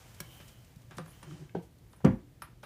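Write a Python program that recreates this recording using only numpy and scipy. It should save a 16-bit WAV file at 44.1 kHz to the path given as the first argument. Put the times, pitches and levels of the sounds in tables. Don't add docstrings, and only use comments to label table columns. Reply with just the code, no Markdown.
import sys
import numpy as np
from scipy import signal
from scipy.fft import rfft, irfft
from scipy.io import wavfile
from scipy.ndimage import uniform_filter1d

SR = 44100
rng = np.random.default_rng(int(sys.argv[2]) if len(sys.argv) > 2 else 0)


def rack_gain(trim_db):
    fader = np.asarray(trim_db, float)
    return 10 ** (fader / 20)


def store_pcm(level_fs):
    pcm = np.round(np.clip(level_fs, -1, 1) * 32767).astype(np.int16)
    wavfile.write(sys.argv[1], SR, np.atleast_2d(pcm).T)


N = 116865
T = np.arange(N) / SR

# (time [s], level [dB], contact [ms], shudder level [dB], shudder t60 [s])
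BLOWS = [
    (1.5489, -26, 0.71, -33.5, 0.19),
    (2.0454, -15, 1.0, -19, 0.16),
]
# (frequency [Hz], level [dB], t60 [s])
COUNTER_LIGHT_MODES = [(218, -8, .07), (315, -11, 0.19), (395, 1, 0.053), (473, -4.5, 0.086),
                       (616, -4.5, 0.03), (793, -4.5, 0.047), (936, -9, 0.049), (1460, -7, 0.018)]
# (frequency [Hz], level [dB], t60 [s])
COUNTER_HARD_MODES = [(142, -1, 0.19), (194.2, -1, 0.23), (251.8, -1, 0.19), (309.7, -10, 0.3),
                      (354.8, -12, 0.33), (403.7, -17, 0.33), (521.4, -8.5, 0.15), (650, -9.5, 0.09),
                      (764, -29, 0.088), (875, -23, .07), (979, -12.5, 0.12), (1250, -28, 0.071),
                      (1314, -5, 0.081), (1670, -26, .05)]
# (frequency [Hz], density [dB/Hz])
SHUDDER_SPECTRA = [
    [(88, -37), (150, -30), (199, 2), (255, -3), (328, 12.5), (1120, -26), (8000, -53), (10400, -90), (17600, -120)],
    [(88, -53), (150, -6.5), (233, -8.5), (450, -20.5), (973, -27.5), (1430, -31.5), (2100, -35), (12000, -88), (15600, -103), (22000, -120)],
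]
SWELL_START_S = (.202, .202, .202, .27, .401, .983, 1.228, 1.245, 1.288, 1.34, 1.4, 1.42, 1.55, 2.049, 2.42,
                 2.421, .205, .765, .974, .982, .983, .986, .99, 1.56, 2.039, 2.06, 2.075, 2.095, 2.115,
                 2.4205, 2.428, 2.438, 2.44, 2.458, 2.634, 1.31, .909, 2.2)
# (level [dB], frequency [Hz], rise [s], t60 [s])
SWELLS = [(-47, 1640, 0.0016, 0.042), (-37, 2250, 0.00084, 0.034), (-36.5, 5640, 0.00087, 0.02),
          (-48.5, 330, 0.015, 0.15), (-50, 1600, 0.0011, .03), (-36, 1410, 0.0019, 0.0087),
          (-41.5, 937, 0.0024, 0.031), (-45, 143, .02, 0.14), (-40.5, 170, .015, 0.065),
          (-37, 176, .02, .13), (-41, 156, 0.02, 0.095), (-42.5, 380, 0.016, 0.11),
          (-37.5, 1506, .001, 0.027), (-27, 290, 0.028, 0.17), (-37, 1188, 0.00077, 0.034),
          (-39, 2450, 0.00085, .02), (-32.5, 130, 0.0036, 0.029), (-33, 146, 0.0033, 0.036),
          (-31.5, 170, 0.0019, .04), (-44, 5700, 0.0016, 0.023), (-38, 512, 0.0043, 0.11),
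          (-44, 730, 0.0021, 0.092), (-25, 157.6, 0.022, 0.17), (-12.5, 174.3, 0.042, 0.1),
          (-26, 91, 0.001, 0.061), (-16.5, 81, 0.037, 0.17), (-20, 113, 0.015, 0.19),
          (-28.5, 49.5, 0.028, 0.22), (-25, 230, 0.0054, 0.15), (-43, 5200, 0.00087, 0.016),
          (-44, 1700, 0.0011, .02), (-46, 1300, .006, 0.037), (-61, 1200, 0.024, 0.16),
          (-76, 970, 0.0058, 0.039), (-42.5, 580, 0.0028, 0.05), (-40, 1360, 0.0018, .02),
          (-44, 1650, 0.0017, 0.028), (-50, 290, 0.0305, 0.42)]
# (time [s], level [dB], centre [Hz], t60 [s])
CRACKS = [(0.144, -53.5, 4870, 0.051), (0.2025, -34.5, 8400, 0.029), (0.2042, -36.5, 2630, 0.03),
          (0.3994, -44.5, 2170, 0.023), (0.478, -55, 4570, 0.093), (0.645, -58.5, 4730, 0.041),
          (0.758, -60, 8000, 0.032), (.8175, -61, 5890, 0.029), (0.9088, -44, 4030, 0.012),
          (.968, -51.5, 5400, 0.051), (0.981, -37.5, 3270, 0.018), (1.058, -52.5, 5900, 0.021),
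          (1.228, -49.5, 3500, 0.042), (1.55, -45, 2500, 0.013), (1.785, -59, 6670, 0.016),
          (1.621, -67.5, 5900, 0.25), (1.93, -54, 4400, 0.018), (2.047, -30, 3700, 0.018),
          (2.05, -56.5, 7000, 0.1), (2.063, -49, 2000, .03), (2.084, -57, 1510, 0.029),
          (2.121, -56, 1500, 0.029), (2.4192, -39.5, 3330, 0.016), (2.429, -72, 2780, 0.16),
          (2.629, -48, 2900, 0.022), (2.6349, -72, 4500, 0.011)]
# (time [s], counter level [dB], handle level [dB], handle pitch [ratio], tail level [dB])
POT_TAPS = [(0.202, -41, -43, 1.03, -63), (0.4, -48, -79, 1.26, -46.5), (0.909, -49.5, -51.5, 0.88, -41.5),
            (0.983, -36, -32.5, 1.05, -46), (0.994, -48, -50, 1.1, -64), (1.061, -54, -51, 1.06, -75),
            (1.0795, -52, -54, 1.02, -63), (1.2276, -49, -45, 0.755, -44.5), (1.311, -56, -52, 1.2, -62),
            (1.494, -69, -55, 1.6, -80), (1.55, -60, -59, 1.19, -48), (1.9328, -65, -50.5, 0.78, -53.5),
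            (2.0031, -77, -51, 0.59, -52.5), (2.4204, -50.5, -34, 0.97, -42.5),
            (2.6323, -70, -44.5, 0.91, -38)]
# (frequency [Hz], level [dB], t60 [s])
TOUCH_MODES = [(135, -7.5, 0.078), (154.2, -1.5, 0.19), (195.6, -5.5, 0.13), (280.7, -12.5, 0.18),
               (359.5, -5, 0.088), (570, -4.5, 0.062)]
# (frequency [Hz], level [dB], t60 [s])
HANDLE_MODES = [(760, -8, .012), (980, -2, .016), (1180, -1, .014), (1360, 0, .018), (1640, -2, .014),
                (2300, -10, .01), (3200, -14, .008)]
# (frequency [Hz], level [dB], t60 [s])
LID_MODES = [(8900, -8, .07), (9270, -4, .09), (10260, 0, .09), (12630, -4, .06)]
# (time [s], length [s], pitch by resting position [ratio])
JINGLE_TIMES = [(.95, .02, 1), (.983, .01, 1.01), (1.072, .065, 1), (1.228, .01, 1.03), (1.9, .045, 1),
                (1.962, .01, 1.035), (2.4212, .045, 1), (2.635, .01, 1.02)]
# (strike level [dB], chatter level [dB], tilt [dB/mode])
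JINGLE_LEVELS = [(-63, -83, -2), (-44, -75, -7.5), (-74, -76, 3), (-47, -72, -9), (-81, -82, 1.5),
                 (-60, -80, -3), (-52, -73, 2.2), (-64, -79, 2)]
# (time [s], level [dB], extra treble [dB])
RUB_MOTION = [(0.0, -61.5, -7.5), (0.38, -63, 2.5), (0.65, -69.5, -2.5), (0.9, -71, -2.5), (1.11, -66, -4),
              (1.2, -67, -3), (1.31, -60.5, -9.5), (1.42, -63, -11), (1.62, -83, 7), (2.1, -73.5, -2),
              (2.23, -83.5, 5), (2.65, -89, 11)]
# (frequency [Hz], density [dB/Hz])
RUB_SPECTRUM = [(300, -14.5), (500, -0.5), (1200, -6), (2400, -8), (4000, -12), (7000, -11.5), (10000, -19),
                (15000, -51)]
# (frequency [Hz], t60 [s])
SQUEAK_MODE = (3050, .014)
# (time [s], level [dB])
SQUEAK_LEVEL = [(.1, -76), (.24, -65), (.36, -65), (.47, -65), (.65, -75), (.8, -90), (1.08, -82),
                (1.14, -68), (1.2, -78), (1.3, -70), (1.45, -76), (1.6, -95)]
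# (time [s], level [dB])
SLIDE_LEVEL = [(1.22, -88), (1.26, -50.5), (1.3, -49.5), (1.37, -51), (1.43, -48), (1.47, -60), (1.52, -71)]
# (frequency [Hz], level [dB], t60 [s])
SCRAPE_MODES = [(149.3, 1.5, 0.14), (169, -0.5, 0.085), (292, -5, .08), (354, -5.5, 0.099),
                (540, -24, 0.033)]
# (frequency [Hz], density [dB/Hz])
HUM_SPECTRUM = [(18, -24), (30, 1.5), (113, -0.5), (180, -7), (460, -18), (1140, -29.5), (1780, -29),
                (15000, -41)]
# (frequency [Hz], level [dB], t60 [s])
DRONE_MODE = (119, -58.5, 0.34)
# (time [s], gain [dB])
LEAN_GAIN = [(0, -1), (.17, 3.5), (.45, 2), (.7, 0), (.95, 0), (1.2, -3), (1.45, -4.5), (1.6, 2),
             (1.85, -11), (2.2, -2), (2.4, -4.5), (2.65, -5.5)]


def level(x, db):
    return x * rack_gain(db) / np.sqrt(np.mean(x ** 2))


def decay(u_s, t60_s):
    return np.exp(-np.log(1000) * u_s / t60_s)


def fade(t0_s, rise_s, t60_s):
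    u_s = np.maximum(T - t0_s, 0)
    return (1 - np.exp(-u_s / rise_s)) * decay(u_s, t60_s)


def curve(points):
    return rack_gain(np.interp(T, *np.array(points).T))


def ring(force, modes, ratio=1, tilt_db=0):
    out = np.zeros(len(force))
    for k, (hz, db, t60_s) in enumerate(modes):
        t60_s = min(max(t60_s, .005), .5)
        pole = np.exp(2j * np.pi * hz * ratio / SR - np.log(1000) / (t60_s * SR))
        mode = signal.lfilter([1], [1, -pole], force).imag
        out = out + (-1) ** k * rack_gain(db + tilt_db * k) * mode
    return out


def colour(points):
    hz, db = np.array(points).T
    f_hz = np.maximum(np.arange(N // 2 + 1) * SR / N, 1)
    gain = rack_gain(np.interp(np.log(f_hz), np.log(hz), db))
    return level(irfft(rfft(rng.standard_normal(N)) * gain, N), 0)


def walk(rate_hz):
    k = int(SR / rate_hz)
    steps = np.repeat(rng.standard_normal(N // k + 1), k)
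    w = uniform_filter1d(uniform_filter1d(steps, k), k)[:N]
    return w / w.std()


def burst(noise, t0_s, rise_s, t60_s, hz):
    edges_hz = [hz / 3, min(hz * 2, 20000)]
    band = signal.butter(2, edges_hz, "band", fs=SR, output="sos")
    return signal.sosfilt(band, noise * fade(t0_s, rise_s, t60_s))


def push(t0_s, ms):
    u = np.clip((T - t0_s) * 1000 / ms, 0, 1)
    return np.sin(np.pi * u) * np.pi / 2 / (ms * SR / 1000)


def grains(per_s, spread_db):
    chance, sign, size = rng.random((3, N))
    hits = (chance < per_s / SR) * np.sign(sign - .5)
    return level(hits * rack_gain(-spread_db * np.log(size)), 0)


def knocks():
    out = np.zeros(N)
    counters = (COUNTER_LIGHT_MODES, COUNTER_HARD_MODES)
    for (t, db, ms, shudder_db, t60_s), modes, spectrum in zip(BLOWS, counters, SHUDDER_SPECTRA):
        force = push(t, ms) - 0.28 * push(t - .003, 1.6)
        out += rack_gain(db) * ring(force, modes)
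        out += rack_gain(shudder_db) * colour(spectrum) * fade(t, 0.00039, t60_s)
    return out


def swells():
    out = np.zeros(N)
    for t, (db, hz, rise_s, t60_s) in zip(SWELL_START_S, SWELLS):
        out += rack_gain(db) * fade(t, rise_s, t60_s) * np.sin(2 * np.pi * hz * (T - t))
    return out


def cracks():
    noise = rng.standard_normal(N)
    return 2 * sum(rack_gain(db) * burst(noise, t, 0.0017, t60_s, hz) for t, db, hz, t60_s in CRACKS)


def taps():
    handle_noise, tail_noise = rng.standard_normal((2, N))
    touch, pot = np.zeros(N), np.zeros(N)
    for t, counter_db, handle_db, ratio, tail_db in POT_TAPS:
        touch += rack_gain(counter_db) * push(t, 0.68)
        force = handle_noise * fade(t, 0.0003, 0.027) / 14 + push(t, 0.051)
        pot += rack_gain(handle_db) * ring(force, HANDLE_MODES, ratio)
        pot += rack_gain(tail_db) * burst(tail_noise, t, 0.0013, .22, 1290 * ratio)
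    return ring(touch, TOUCH_MODES) + pot


def lid():
    chatter = grains(500, 1.1) / 10
    out = np.zeros(N)
    for (t, length_s, ratio), (strike_db, chatter_db, tilt_db) in zip(JINGLE_TIMES, JINGLE_LEVELS):
        strike = rack_gain(strike_db) * (np.arange(N) == int(t * SR))
        rattle = rack_gain(chatter_db) * chatter * (T > t) * (T < t + length_s)
        out += ring(rattle + strike, LID_MODES, ratio, tilt_db)
    return out


def slide():
    return level(ring(grains(350, 2.5), SCRAPE_MODES), 0) * curve(SLIDE_LEVEL)


def rub():
    s, db, treble_db = np.array(RUB_MOTION).T
    highpass = signal.butter(2, 8000, "high", fs=SR)
    treble = level(signal.lfilter(*highpass, rng.standard_normal(N)), 0)
    hiss = colour(RUB_SPECTRUM) + treble * rack_gain(np.interp(T, s, treble_db))
    return hiss * rack_gain(np.interp(T, s, db) + walk(25.72))


def squeak():
    hz, t60_s = SQUEAK_MODE
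    narrow = level(ring(rng.standard_normal(N), [(hz, 0, t60_s)]), 0)
    return narrow * rack_gain(2 * walk(28.8)) * curve(SQUEAK_LEVEL)


def echo(near):
    u_s = T[:SR // 2]
    tail = rng.standard_normal(len(u_s)) * decay(u_s, 0.28) * (u_s > .004)
    tail = signal.lfilter(*signal.butter(2, 700, "high", fs=SR), tail)
    tail = signal.lfilter(*signal.butter(1, 2700, fs=SR), tail)
    tail = level(tail, -14) / np.sqrt(len(u_s))
    return signal.fftconvolve(near, tail)[:N]


def hum():
    hz, db, t60_s = DRONE_MODE
    drone = level(ring(rng.standard_normal(N), [(hz, 0, t60_s)]), db)
    return rack_gain(-58) * colour(HUM_SPECTRUM) + drone * rack_gain(0.51 * walk(6.0)) * curve(LEAN_GAIN)


def scene():
    near = knocks() + swells() + cracks() + taps() + lid() + slide() + rub() + squeak()
    return (near + echo(near) + hum())[None]


def low_pass(x):
    return signal.sosfilt(signal.butter(12, 16060, fs=SR, output="sos"), x)


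def record(dry):
    x = signal.sosfilt(signal.butter(4, 39.5, "high", fs=SR, output="sos"), dry)
    x = signal.sosfilt(signal.ellip(10, .2, 70, 15450, fs=SR, output="sos"), x)
    return low_pass(x)


dry = scene()
out = record(dry)
store_pcm(out)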